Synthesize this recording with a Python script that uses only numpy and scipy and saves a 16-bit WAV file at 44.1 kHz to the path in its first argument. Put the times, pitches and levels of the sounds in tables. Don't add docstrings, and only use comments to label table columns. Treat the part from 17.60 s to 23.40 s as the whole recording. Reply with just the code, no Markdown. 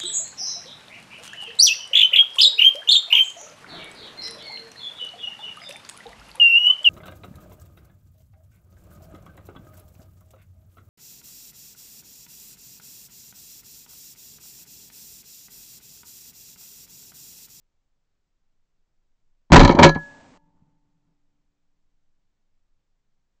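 import sys
import numpy as np
from scipy import signal
from scipy.fft import rfft, irfft, next_fast_len
from scipy.io import wavfile

SR = 44100
rng = np.random.default_rng(int(sys.argv[2]) if len(sys.argv) > 2 else 0)


def log_audio(samples):
    frames = np.atleast_2d(samples).T
    limited = np.clip(frames, -1, 1)
    pcm = np.round(limited * 32767).astype(np.int16)
    wavfile.write(sys.argv[1], SR, pcm)


N = 255780
TIME = np.arange(N) / SR
AGE = TIME[:SR // 2]
SHOT_S, BOLT_SHUT_S = 1.9198, 2.243


def blast(kick_db=2, kick_s=.004, crack_t60=.017, hardness_hz=1650):
    # start in seconds, level in dB.
    bursts = [(1.9193, 6), (1.9245, 14.5), (1.929, 22), (1.9395, 17), (1.957, 11), (1.9615, 17)]
    cracks = sum(place(s, undb(db) * chatter(crack_t60, hardness_hz)) for s, db in bursts)
    return place(SHOT_S, undb(kick_db) * push(kick_s)) + cracks


def recoil():
    swings = [(1.921, 65.53, 13, 0.19), (1.9226, 161.2, 9, .31), (1.985, 29, 5.5, 0.12),
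              (1.988, 32, -2.5, 0.38), (2.04, 93.7, -2.5, .13), (2.255, 26.5, -13.5, 0.26)]
    return -sum(undb(db) * ring(TIME - s, hz, t60) for s, hz, db, t60 in swings)


def knocks(rattle_t60=.085, hardness_hz=3900, contact_s=.0025, rebound_hz=220):
    # start in seconds, rattle level in dB, thud level in dB.
    impacts = [(1.901, -27.5, -21), (1.975, -11.5, -3.5), (2.0001, 0, -4.5), (2.015, -13.5, -3),
               (2.033, -14, -15.5), (2.0485, -11, -10), (2.092, -9, -4.5), (2.141, -28.5, -14.5),
               (2.188, -5.5, -0.5), (2.212, -13.5, -5), (2.2253, -5, -8.5), (2.2305, 6.5, -2),
               (2.243, 1, -6), (2.354, -22.5, -19.5), (3.013, -90, -51)]
    brighter_db_per_octave, shorter_db_per_octave = 17, 40.5
    force = 0
    for s, rattle_db, thud_db in impacts:
        cutoff_hz = hardness_hz * 2 ** (min(rattle_db, 0) / brighter_db_per_octave)
        push_s = contact_s * 2 ** (-thud_db / shorter_db_per_octave)
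        rattle = undb(rattle_db) * chatter(rattle_t60, cutoff_hz)
        thud = undb(thud_db) * highpass(push(push_s), rebound_hz)
        force = force + place(s, rattle + thud)
    return force


def clinks(t60=.042, hardness_hz=7500):
    # start in seconds, level in dB.
    ticks = [(1.975, -4.5), (1.993, -5), (2.0315, -12.5), (2.0485, -5), (2.0762, -12.5), (2.109, -19.5),
             (2.122, -21), (2.1504, -24.5), (2.2905, -13.5), (2.3477, -31.5)]
    return sum(place(s, undb(db) * chatter(t60, hardness_hz)) for s, db in ticks)


def shiver(shot_db=-7, shot_t60=.34, slam_db=-11, slam_t60=.15, hardness_hz=8000):
    after_shot = place(SHOT_S, undb(shot_db) * chatter(shot_t60, hardness_hz))
    after_slam = place(BOLT_SHUT_S, undb(slam_db) * chatter(slam_t60, hardness_hz))
    return after_shot + after_slam


def bolt_slide(db=-23, hardness_hz=900, speedup_per_s=50):
    start_s, turn_s, home_s = 2.075, 2.155, 2.228
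    speed = 1 + speedup_per_s * (np.clip(TIME, turn_s, home_s) - turn_s)
    contact = held(start_s, home_s, attack_s=.015, t60=.18)
    return undb(db) * speed * contact * lowpass(rng.standard_normal(N), hardness_hz)


def gun_body(force, free_hz=75):
    # frequency in Hz, bandwidth in Hz, level in dB.
    modes = [(90, 49, -11), (160.2, 19.2, -8.5), (240, 76, -6.5), (291.7, 38, -7.5), (348.8, 20, -10),
             (416.6, 36, -11.5), (565.7, 55, -7.5), (760, 62, -9.5), (871.6, 84, -5), (988, 70, -3),
             (1280, 110, -12.5), (1740, 70, -12), (1960, 150, -18.5), (2250, 97, -12.5), (3140, 240, -16.5),
             (4030, 160, -12.5), (4552, 260, -16), (6050, 500, -17.5), (7300, 770, -25)]
    response = 0
    for k, (hz, width_hz, db) in enumerate(modes):
        mode = ring(AGE, hz, t60=np.log(1000) / (np.pi * width_hz))
        polarity = (-1) ** k
        response = response + polarity * undb(db) * mode / np.linalg.norm(mode)
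    bending_force = highpass(force, free_hz)
    return signal.fftconvolve(bending_force, response)[:N]


def steel_ring():
    # frequency in Hz, level in dB, t60 in seconds.
    modes = [(159, 7, .16), (158.33, -65.5, 4), (289, -65.5, 5.5), (551, 2.5, 0.13), (571, -40, .9),
             (797, -74.5, 3.3), (883, -52, 1.9), (929.6, -50, 1.4), (1354, -22, 0.26), (1686, -16.5, 0.53),
             (1810, -26.5, .2), (1766.3, -27.5, .25)]
    return sum(undb(db) * ring(TIME - BOLT_SHUT_S, hz, t60) for hz, db, t60 in modes)


def microphone_sputter(db=-53, start_s=2.33, end_s=2.775, thinning_from_s=2.6, settle_s=.2, hiss_db=-2):
    # frequency in Hz, relative density in dB.
    tremble = [(60, -9.5), (160, 0), (270, 6), (380, -22), (560, -6), (920, -9), (1300, -26), (4000, -43.5)]
    bias = np.maximum(TIME - thinning_from_s, 0) / settle_s
    flips = lowpass(np.sign(coloured(tremble) + bias), hz=3480)
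    hiss = undb(hiss_db) * fade(TIME - start_s, t60=3.1) * rng.standard_normal(N)
    return undb(db) * held(start_s, end_s, attack_s=.1, t60=.021) * (flips + hiss)


def field_echo(db=-54.5, t60=3.9, patchy_db=3.0):
    # frequency in Hz, relative spectral density in dB.
    spectrum = [(25, -7), (90, -8), (140, -4), (163, 6.5), (200, -9), (270, -8), (400, -20), (1000, -21),
                (1600, -32.5), (4000, -45.5)]
    patches = undb(patchy_db * unit(lowpass(rng.standard_normal(N), hz=7.7)))
    return undb(db) * coloured(spectrum) * patches * fade(TIME - SHOT_S, t60)


def still_air(db=-74.5):
    # frequency in Hz, relative spectral density in dB.
    spectrum = [(6, -10), (10, 6.5), (20, -1), (33, -18.5), (70, -26.5), (160, -31.5), (320, -38.5),
                (1000, -44), (2800, -49.3), (8000, -52.8), (9500, -68.5), (16000, -100)]
    return undb(db) * coloured(spectrum)


def undb(db):
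    return 10 ** (np.asarray(db) / 20)


def fade(age, t60):
    return (age >= 0) * undb(-60 * np.maximum(age, 0) / t60)


def held(start_s, end_s, attack_s, t60):
    return np.clip((TIME - start_s) / attack_s, 0, 1) * fade(np.maximum(TIME - end_s, 0), t60)


def ring(age, hz, t60):
    return fade(age, t60) * np.sin(2 * np.pi * hz * age)


def push(length_s):
    return np.sin(np.pi * np.minimum(AGE / length_s, 1)) ** 2


def chatter(t60, hardness_hz):
    return lowpass(rng.standard_normal(len(AGE)) * fade(AGE, t60), hardness_hz)


def place(s, sound):
    return np.pad(sound, (int(s * SR), N))[:N]


def lowpass(x, hz):
    return signal.sosfilt(signal.butter(2, min(hz, SR / 2 - 1), fs=SR, output="sos"), x)


def highpass(x, hz):
    return signal.sosfilt(signal.butter(1, hz, "high", fs=SR, output="sos"), x)


def unit(x):
    return x / np.std(x)


def coloured(points):
    hz, db = np.transpose(points)
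    size = next_fast_len(N, real=True)
    freq = np.arange(size // 2 + 1) * SR / size
    gain = undb(np.interp(np.log(freq + 1), np.log(hz), db))
    bins = rfft(rng.standard_normal(size)) * gain
    audible = irfft(bins * (freq > 20), size)
    return irfft(bins, size)[:N] / np.std(audible)


def scene():
    force = blast() + knocks() + clinks() + shiver() + bolt_slide()
    gun = gun_body(force) + recoil() + steel_ring()
    return (gun + field_echo() + microphone_sputter() + still_air())[None]


def record(dry, coupling_hz=14, rail=.69, top_hz=8250):
    clipped = np.clip(highpass(dry, coupling_hz), -rail, rail)
    taps = signal.firwin(81, top_hz, window=("kaiser", 6), fs=SR)
    return signal.fftconvolve(clipped, taps[None], mode="same")


dry = scene()
out = record(dry)
log_audio(out)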